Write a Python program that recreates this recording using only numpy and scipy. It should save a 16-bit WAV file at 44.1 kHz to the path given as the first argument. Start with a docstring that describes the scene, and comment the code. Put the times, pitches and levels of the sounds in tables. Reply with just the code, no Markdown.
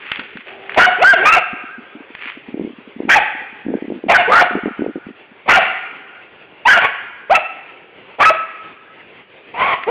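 """On the wooded banks above a slow creek, a husky yelps and whines close by, and the banks ring after its cries.
The dog's voice mixes clear vocal-fold tones with torn, noisy rasps, shaped by a mouth that opens and shuts.
Dry twigs snap as short noise bursts, leaves rustle as many tiny cracks, and fingers thump a camera body.
The creek is patchy filtered noise far below. Loud cries are flattened by a fast limiter and rounded clipping."""
import sys
import numpy as np
from scipy import signal
from scipy.fft import rfft, irfft, next_fast_len
from scipy.io import wavfile
from scipy.ndimage import uniform_filter1d

SR = 44100
rng = np.random.default_rng(int(sys.argv[2]) if len(sys.argv) > 2 else 0)


def waveform_to_disk(signal):
    """Save audio, clipped to [-1, 1], as 16-bit WAV at the path in sys.argv[1]."""
    frames = np.transpose(np.atleast_2d(signal))
    scaled = np.clip(frames, -1, 1) * 32767
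    samples = np.round(scaled).astype(np.int16)
    wavfile.write(sys.argv[1], SR, samples)


N = 436590
TIME = np.arange(N) / SR  # seconds

# tone colour of breaking dry litter, for twigs and leaves: (f/Hz, level/dB)
TWIG = [(200, -34.5), (700, -17.5), (1400, -3.5), (2600, 2), (3400, -13.5), (5000, -28)]


def gain_of(db):
    """Turns decibels into an amplitude factor."""
    return 10 ** (np.asarray(db) / 20)


def evened(x):
    """Scales a sound to an rms (average strength) of 1."""
    return x / np.sqrt(np.mean(x ** 2) + 1e-20)


def steadied(x, size=500):
    """Holds the short-time rms near 1, averaging twice over size samples."""
    power = uniform_filter1d(uniform_filter1d(x ** 2, size), size)
    return x / np.sqrt(abs(power) + 1e-12)


def read(points, hz):
    """Reads a table between its points, on a logarithmic frequency axis."""
    f, value = np.transpose(points)
    return np.interp(np.log(hz + 1), np.log(f + 1), value)


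def coloured(x, points):
    """Changes the tone colour by a table of (f/Hz, level/dB)."""
    size = next_fast_len(len(x) + 2048)
    gain = gain_of(read(points, np.fft.rfftfreq(size, 1 / SR)))
    return irfft(rfft(x, size) * gain, size)[:len(x)]


def wander(size, rate_hz):
    """Smooth random drift of rms 1; changes faster than rate_hz are strongly weakened."""
    hz = np.fft.rfftfreq(size, 1 / SR)
    spectrum = rfft(rng.standard_normal(size)) / (1 + (hz / rate_hz) ** 4)
    return evened(irfft(spectrum, size))


def add(mix, s, sound):
    """Mixes a sound in, starting at s seconds."""
    part = mix[max(round(s * SR), 0):][:len(sound)]
    part += sound[:len(part)]


def step(t, at_s, ease_s):
    """Changes smoothly from 0 to 1 around at_s."""
    return .5 + .5 * np.tanh((t - at_s) / ease_s)


def resonate(x, hz, width_hz):
    """A steep resonance that follows the curve hz: shift its pitch to zero, smooth twice, shift back."""
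    turn = np.exp(2j * np.pi * np.cumsum(hz * np.ones(len(x))) / SR)
    r = np.exp(-np.pi * width_hz / SR)
    smooth = signal.lfilter([(1 - r) ** 2], [1, -2 * r, r * r], x / turn + 1e-18)
    return 2 * (turn * smooth).real


def creek(patchy_db=2, swell_db=2.0, level_db=-43):
    """A far wash of water: noise whose strength drifts in patches over time and frequency."""
    # colour of the water: (f/Hz, level/dB)
    water_colour = [(30, -26), (100, -12.5), (220, -7.5), (400, 2.5), (700, -2.5), (1300, -4.5), (2000, 0),
                    (2700, 2), (3400, -10), (4200, -19.5)]
    z = signal.stft(rng.standard_normal(N), nperseg=1024)[2]
    patches = uniform_filter1d(rng.standard_normal(z.shape), size=7, axis=0)  # across frequency
    patches = evened(uniform_filter1d(patches, size=8, axis=1))  # across time
    wash = signal.istft(z * gain_of(patchy_db * patches), nperseg=1024)[1][:N]
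    return evened(coloured(wash, water_colour)) * gain_of(level_db + swell_db * wander(N, rate_hz=9.5))


def banks(x, tail_db=-16.0, build_s=0.0086, clumpy_db=3):
    """A few distinct echoes, and the scatter of trunks and branches, which arrives in clumps."""
    # echoes from ground and banks: (delay t/s, level/dB)
    echoes = [(.012, -34), (.041, -15), (.052, -17.5), (.098, -21.5), (.135, -25), (.19, -34), (.26, -35.5)]
    # time in which the scatter falls by 60 dB: (f/Hz, t/s)
    wood_decay = [(250, 0.18), (700, 1.24), (1400, 1.415), (2600, 1.05), (4000, 0.99)]
    # colour of the scatter at its start: (f/Hz, level/dB)
    wood_colour = [(200, -32.5), (750, -2), (1400, 0), (2500, 6.5), (4000, -0.5)]
    t = np.arange(int(1.5 * SR)) / SR
    hz, age, z = signal.stft(rng.standard_normal(len(t)), SR, nperseg=256)
    fading_db = read(wood_colour, hz)[:, None] - 60 * age / read(wood_decay, hz)[:, None]
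    tail = signal.istft(z * gain_of(fading_db), SR, nperseg=256)[1][:len(t)]
    tail = tail * (1 - np.exp(-t / build_s))
    tail = tail * gain_of(clumpy_db * wander(len(t), rate_hz=80))
    response = gain_of(tail_db) * tail / np.linalg.norm(tail)
    for delay, db in echoes:
        add(response, delay, gain_of([db]))
    return signal.fftconvolve(x, response)[:N]


def leaves(crackles_per_s=5000, spread_db=4.0, still_db=-70):
    """Many tiny cracks of dry litter, swelling and dying with each scuff and never quite still."""
    # scuffs in the leaves: (loudest at t/s, rise t/s, fall t/s, level/dB)
    scuff_table = [(.12, 0.15, 0.14, -29), (.375, 0.033, 0.026, -48), (.49, 0.014, 0.027, -30.5),
                   (0.751, 0.081, .02, -31), (2.235, 0.043, 0.052, -31.5), (2.3, 0.058, .02, -29)]
    happens = rng.random(N) < crackles_per_s / SR
    sizes = gain_of(spread_db * np.minimum(rng.exponential(1, N), 4))
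    grains = happens * rng.standard_normal(N) * sizes
    scuffs = np.zeros(N)
    for s, rise_s, fall_s, db in scuff_table:
        distance = np.maximum((s - TIME) / rise_s, (TIME - s) / fall_s)
        scuffs += gain_of(db) * np.exp(-distance)
    return evened(coloured(grains, TWIG)) * (gain_of(still_db) + scuffs)


def twigs(snap_s=0.0016, splinter_db=-17, splinter_s=0.014):
    """Each dry twig gives a sharp crack of noise with a brief, weaker splintering behind it."""
    # snaps: (t/s, peak level/dB)
    snaps = [(0.1181, -1), (0.123, -19), (.159, -13), (0.179, -28), (0.195, -8), (0.205, -17.5),
             (0.372, -16), (0.407, -23.5), (0.695, -8), (.721, -14), (0.746, -10), (2.151, -13.5),
             (9.836, -11)]
    out, t = np.zeros(N), np.arange(2000) / SR
    fade = np.exp(-t / snap_s) + gain_of(splinter_db) * np.exp(-t / splinter_s)
    for (s, db), noise in zip(snaps, rng.standard_normal((len(snaps), len(t)))):
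        crack = coloured(noise * fade, TWIG)
        add(out, s, gain_of(db) * crack / abs(crack).max())
    return out


def thump(hz, rise_s, sag=0.43, sag_s=0.0013):
    """The damped case rings briefly, sagging in pitch as the finger settles."""
    t = np.arange(1500) / SR
    turns = np.cumsum(hz * (0.95 + sag * np.exp(-t / sag_s))) / SR
    return (t / rise_s) * np.exp(1 - t / rise_s) * np.sin(2 * np.pi * turns)


def fingers(rise_s=0.0024, harden=0.024, creak_db=-14, lag_s=.002, count=4, fidgets_per_s=8, fidget_db=-33):
    """Each slip of the grip thumps the case, the harder the shorter; weaker and faint slips fall at random."""
    # bumps, before thump() bends the pitch and the case colours it: (t/s, level/dB, ring f/Hz)
    bumps = [(0.189, -27, 257), (0.353, -28, 206), (1.53, -23.5, 193), (1.788, -32.5, 240),
             (1.95, -28.5, 266), (2.484, -26, 237), (2.541, -14.5, 278), (2.594, -12.5, 326),
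             (2.609, -16, 270), (2.646, -16, 279), (2.673, -18.5, 333), (2.783, -31.5, 248),
             (2.961, -26, 240), (3.001, -11.5, 336), (3.05, -16, 269), (3.076, -20, 273),
             (3.663, -14.5, 261), (3.682, -14.5, 294), (3.701, -14, 300), (3.737, -9, 415),
             (3.75, -14.5, 277), (3.821, -15.5, 306), (3.879, -19, 297), (3.9, -14, 352),
             (3.919, -15.5, 316), (3.958, -21.5, 298), (4.037, -15, 363), (4.065, -17, 268),
             (4.507, -19.5, 363), (4.551, -8, 318), (4.633, -18, 230), (4.656, -9.5, 331),
             (4.675, -19.5, 257), (4.791, -13.5, 281), (4.818, -8.5, 313), (4.861, -10, 416),
             (4.877, -22.5, 221), (4.955, -15.5, 324), (5.065, -23, 211)]
    out = np.zeros(N)
    for (s, db, hz), chance in zip(bumps, rng.random((len(bumps), count, 3))):
        add(out, s + lag_s, gain_of(db) * thump(hz, rise_s * np.exp(-harden * (db + 34.5))))
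        for when, size, pitch in chance:  # weaker slips just after
            creak = thump(220 + 240 * pitch, rise_s * (1.3 - .7 * pitch))
            add(out, s + 0.00511 + 0.031 * when, gain_of(db + creak_db) * (0.82 + size) * creak)
    for s in np.arange(1.6, 5.25, 1 / fidgets_per_s):  # seconds when the grip is restless
        when, size, pitch = rng.random(3)
        fidget = thump(230 + 90 * pitch, rise_s)
        add(out, s + when / fidgets_per_s, gain_of(fidget_db) * (.5 + size) * fidget)
    # colour of the case: (f/Hz, level/dB)
    return coloured(out, [(60, 0.0), (130, -10.5), (220, 1), (550, -1.0), (900, 3.5), (1500, -14.5)])


def gesture(start, length, swell_s, level_db, change_db, first_hz, turn_hz, last_hz, climb_s,
            opens_s, shuts_s, first_rough, last_rough, shut_db, open_db):
    """One cry: effort swells, holds and lets go, the pitch bends to a turning point, the mouth opens and shuts."""
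    # the voice cracks into another register: (t/s, length t/s, pitch ratio)
    cracks = [(1.013, .027, 1.15), (1.361, .05, 1.21), (3.146, .05, 1.1), (4.11, .044, 1.08),
              (5.563, .024, 1.13), (6.646, .038, 1.293), (6.706, 0.0261, 1.09), (7.295, 0.044, 1.2),
              (8.235, 0.018, 1.335), (8.301, 0.016, 0.99)]
    t = np.arange(0, length, 1 / SR)
    # the pitch rounds off towards its turning point, then moves away ever faster
    climb = np.maximum(1 - t / climb_s, 0) ** 1.8
    drop = (np.maximum(t - climb_s, 0) / max(length - climb_s, 1 / SR)) ** 1.6
    hz = turn_hz + (first_hz - turn_hz) * climb + (last_hz - turn_hz) * drop
    change_s, catch_s = 0.00071, 0.0041  # a register changes fast; the voice catches for longer
    catch = 0
    for s, held_s, ratio in cracks:
        hz = hz * ratio ** (step(start + t, s, change_s) - step(start + t, s + held_s, change_s))
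        for edge in (s, s + held_s):
            catch = catch + np.exp(-((start + t - edge) / catch_s) ** 2)
    jaw_s = 0.0058
    gape = step(t, opens_s, jaw_s) * (1 - step(t, shuts_s, jaw_s))  # 0 shut, 1 open
    # half way between shut and open the voice tears
    torn = np.sin(np.pi * gape) ** 2
    # the voice catches late in the swell, and effort drops again in the last 21 ms
    onset_db = -18 * np.maximum(1 - (t / swell_s) ** 1.63, 0)
    release_db = -13.5 * np.maximum(1 - (length - t) / 0.021, 0)
    quaver_db = 1.5 * wander(SR, rate_hz=40.4)[:len(t)]  # effort is never quite steady
    effort_db = level_db + change_db * t / length + onset_db + release_db + quaver_db
    # a shut mouth lets less sound out; tears and catches weaken the voice
    effort_db = effort_db - 4 * (1 - gape) - 3 * torn - 0.5 * catch
    # roughness soon settles to its last value; tears and catches add to it
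    rough = last_rough + (first_rough - last_rough) * abs(1 - t / length) ** 1.4
    rough = rough + .25 * torn + 0.17 * catch
    # the mouth resonance moves from near the pitch to near its octave
    mouth = hz * (1.176 + (1.985 - 1.176) * gape)
    bright_db = shut_db + (open_db - shut_db) * gape + 4 * torn
    return start + t, hz, effort_db, rough, mouth, bright_db


def throat(drive, mouth, bright_db, width_hz, shift):
    """The moving mouth resonance, with the fixed upper ones added more as the voice brightens."""
    # upper resonances, before shift scales the frequency: (f/Hz, width f/Hz, relative level/dB)
    resonances = [(1935, 420, -4.5), (2525, 452, 3), (2678, 582, 1)]
    upper = 0
    for k, (hz, width, db) in enumerate(resonances):
        upper = upper + (-1) ** k * gain_of(db) * resonate(drive, hz * shift, width)
    lower = steadied(resonate(drive, mouth, width_hz))
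    return steadied(lower + gain_of(bright_db) * steadied(upper))


def cry(row, count=7, order=3, lock=1.0, split=0.45, rasp_bright_db=-1.5):
    """Vocal folds swing between a clear tone and a torn rasp, and jump between registers."""
    t, hz, effort_db, rough, mouth, bright_db = gesture(*row)
    rough = np.clip(rough, 0, 1)
    # rough folds lose their timing and beat unevenly
    turns = np.cumsum(hz * (1 + .08 * rough * wander(len(t), rate_hz=170))) / SR
    # with the mouth tuned to the octave the folds lock to it, and the odd partials fade
    near_octave = np.exp(-((mouth / hz - 2) / 0.23) ** 2)
    odd = 1 - min(lock, 1) * near_octave * (1 - rough ** 2)
    folds = sum(odd ** (k % 2) * np.cos(2 * np.pi * k * turns) for k in range(1, count))
    folds = folds * (1 + 0.48 * rough * wander(len(t), rate_hz=1100))
    # strained folds beat strong-weak-weak, which adds lines between the partials
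    beat = np.cos(2 * np.pi * turns / order + wander(len(t), rate_hz=27))
    folds = folds * (1 + split * rough * beat)
    # air escapes in one puff a cycle
    puffs = (0.76 + np.exp(-(turns % 1) / 0.28)) * rng.standard_normal(len(t))
    tone = throat(folds, mouth, bright_db, width_hz=690, shift=0.96)
    rasp = throat(puffs, mouth, bright_db + rasp_bright_db, width_hz=900, shift=.92)
    # colour of the rasp: (f/Hz, level/dB)
    rasp = coloured(rasp, [(150, -6), (450, 0.5), (750, 7.5), (1100, -0.5), (1800, 7.5), (2500, 6), (3000, 5.5)])
    voice = steadied((1 - rough) * tone + .75 * rough * rasp)
    fade = np.clip(np.minimum(t - t[0], t[-1] - t) / 0.0022, 0, 1)  # avoids clicks at both ends
    return t[0], gain_of(effort_db) * voice * fade


def husky():
    """The dog's vocal folds, throat and mouth sound one cry after another."""
    # cries, before cracks, tears and unsteadiness change them: (start t/s, length t/s, swell t/s,
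    # effort level/dB, change of effort level/dB, first f/Hz, turning f/Hz, last f/Hz, time to turning t/s,
    # mouth opens after t/s, mouth shuts after t/s, first roughness 0-1, last roughness 0-1,
    # brightness shut level/dB, brightness open level/dB)
    cries = [ (0.447, 0.4, 0.019, -36.5, -2, 386.4, 392.5, 391, 0.087, .4, .5, 0.53, 0.4, -22, -10),
             (0.759, 0.14, 0.019, -3.5, 6, 603.6, 745, 723, 0.095, .032, .107, .75, 0.16, -7.5, -11.5),
             (0.984, 0.17, 0.048, -3, 8.5, 363.2, 808, 628, .12, 0.0539, 0.15, 0.2, 0.13, -3.5, -27),
             (1.15, 0.12, 0.0049, -21, 4, 505, 355, 506, 0.035, .15, .19, .2, 0.37, 0.5, -6),
             (1.223, 0.098, 0.0363, -6, 2, 460.4, 645, 635, .075, 0.029, .13, 0.44, .2, -2, -2.5),
             (1.311, .092, 0.013, -5, -3, 653, 689, 506, .022, 0.0008, 0.0509, .15, 0.39, -5.5, 1),
             (3.083, .11, 0.0099, -7, 12, 735.7, 822, 636, 0.063, 0.012, 0.0695, 0.63, 0.21, -5, -2),
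             (4.082, 0.14, .019, 3.5, -7.5, 622.6, 771, 665, 0.059, 0.057, .093, .55, 0.19, -3.5, -22),
             (4.269, 0.058, 0.013, -11, -1, 420, 508.5, 510, 0.048, .09, .12, 0.33, 0.42, -13, -14),
             (4.298, 0.1504, 0.023, -6.5, 5, 510, 734.3, 700, .1, 0.0021, .115, 0.37, 0.39, -7, -17.5),
             (5.456, 0.032, .006, -27.5, 7, 503, 583, 570, 0.02, .09, .12, 0.3, 0.5, -6, -4),
             (5.477, .127, .015, 1, 1.5, 613, 720, 655, 0.07, .012, .093, 0.88, .14, -9.5, -4),
             (6.651, .144, 0.0088, -1, -1.5, 628.5, 767.4, 672.4, 0.03, 0.0312, 0.12, 0.1, 0.33, -4.5, -10),
             (6.797, 0.078, 0.006, -19.5, 12.5, 582.7, 563, 528, 0.042, 0.0055, .1, 0.8, 0.31, -4, -1.5),
             (7.296, 0.099, .014, 1, -11, 400.2, 672.5, 637, .042, 0.0506, 0.0783, 0.1, 0.31, -14, 4),
             (8.184, 0.14, .021, -8, 7, 516.6, 652.6, 673, 0.11, .018, .117, 0.63, 0.03, -13, -7.5),
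             (9.539, .227, 0.077, -11, -5.5, 430.8, 555, 495, .14, 0.0011, .27, 0.45, 0.4, -24, -5),
             (9.865, 0.069, 0.013, -10.5, -7, 356, 509, 510, 0.046, .09, .12, 0.17, 0.3, -14, -25), ]
    out = np.zeros(N)
    for row in cries:
        add(out, *cry(row))
    return out


def scene():
    """The dog and the litter sound between the banks; the bumps come through the case, without echoes."""
    near = husky() + twigs() + leaves()
    return (near + banks(near) + fingers() + creek())[None]


def record(dry, limit_db=-4.0, recovery_db_per_s=130, ceiling=0.75, knee=14, edge_hz=15850):
    """A dull tone with little above 5 kHz, a fast limiter, rounded clipping of the rest, a treble cut-off."""
    # overall tone colour before limiting and clipping: (f/Hz, level/dB)
    tone_colour = [(20, -1.5), (150, 5.5), (400, 2), (2800, -2.5), (3400, 1), (4000, -9.5), (4700, -9.5),
                   (5300, -62), (8000, -87)]
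    x = coloured(dry[0], tone_colour)
    # the limiter listens to the fourth power, so spiky rasps are pushed down further than clear tones
    level_db = 5 * np.log10(abs(uniform_filter1d(x ** 4, size=200)) + 1e-12)
    # it follows rises at once and lets go at a steady rate
    fall_db = TIME * recovery_db_per_s
    held_db = np.maximum.accumulate(level_db + fall_db) - fall_db
    over_db = np.maximum(held_db - limit_db, 0)
    x = x / gain_of(0.99 * uniform_filter1d(over_db, size=150))
    x = x / (1 + abs(x / ceiling) ** knee) ** (1 / knee)
    low_pass = signal.firwin(511, edge_hz, window=("kaiser", 9), fs=SR)
    return signal.oaconvolve(x, low_pass, "same")[None]


dry = scene()
out = record(dry)
waveform_to_disk(out)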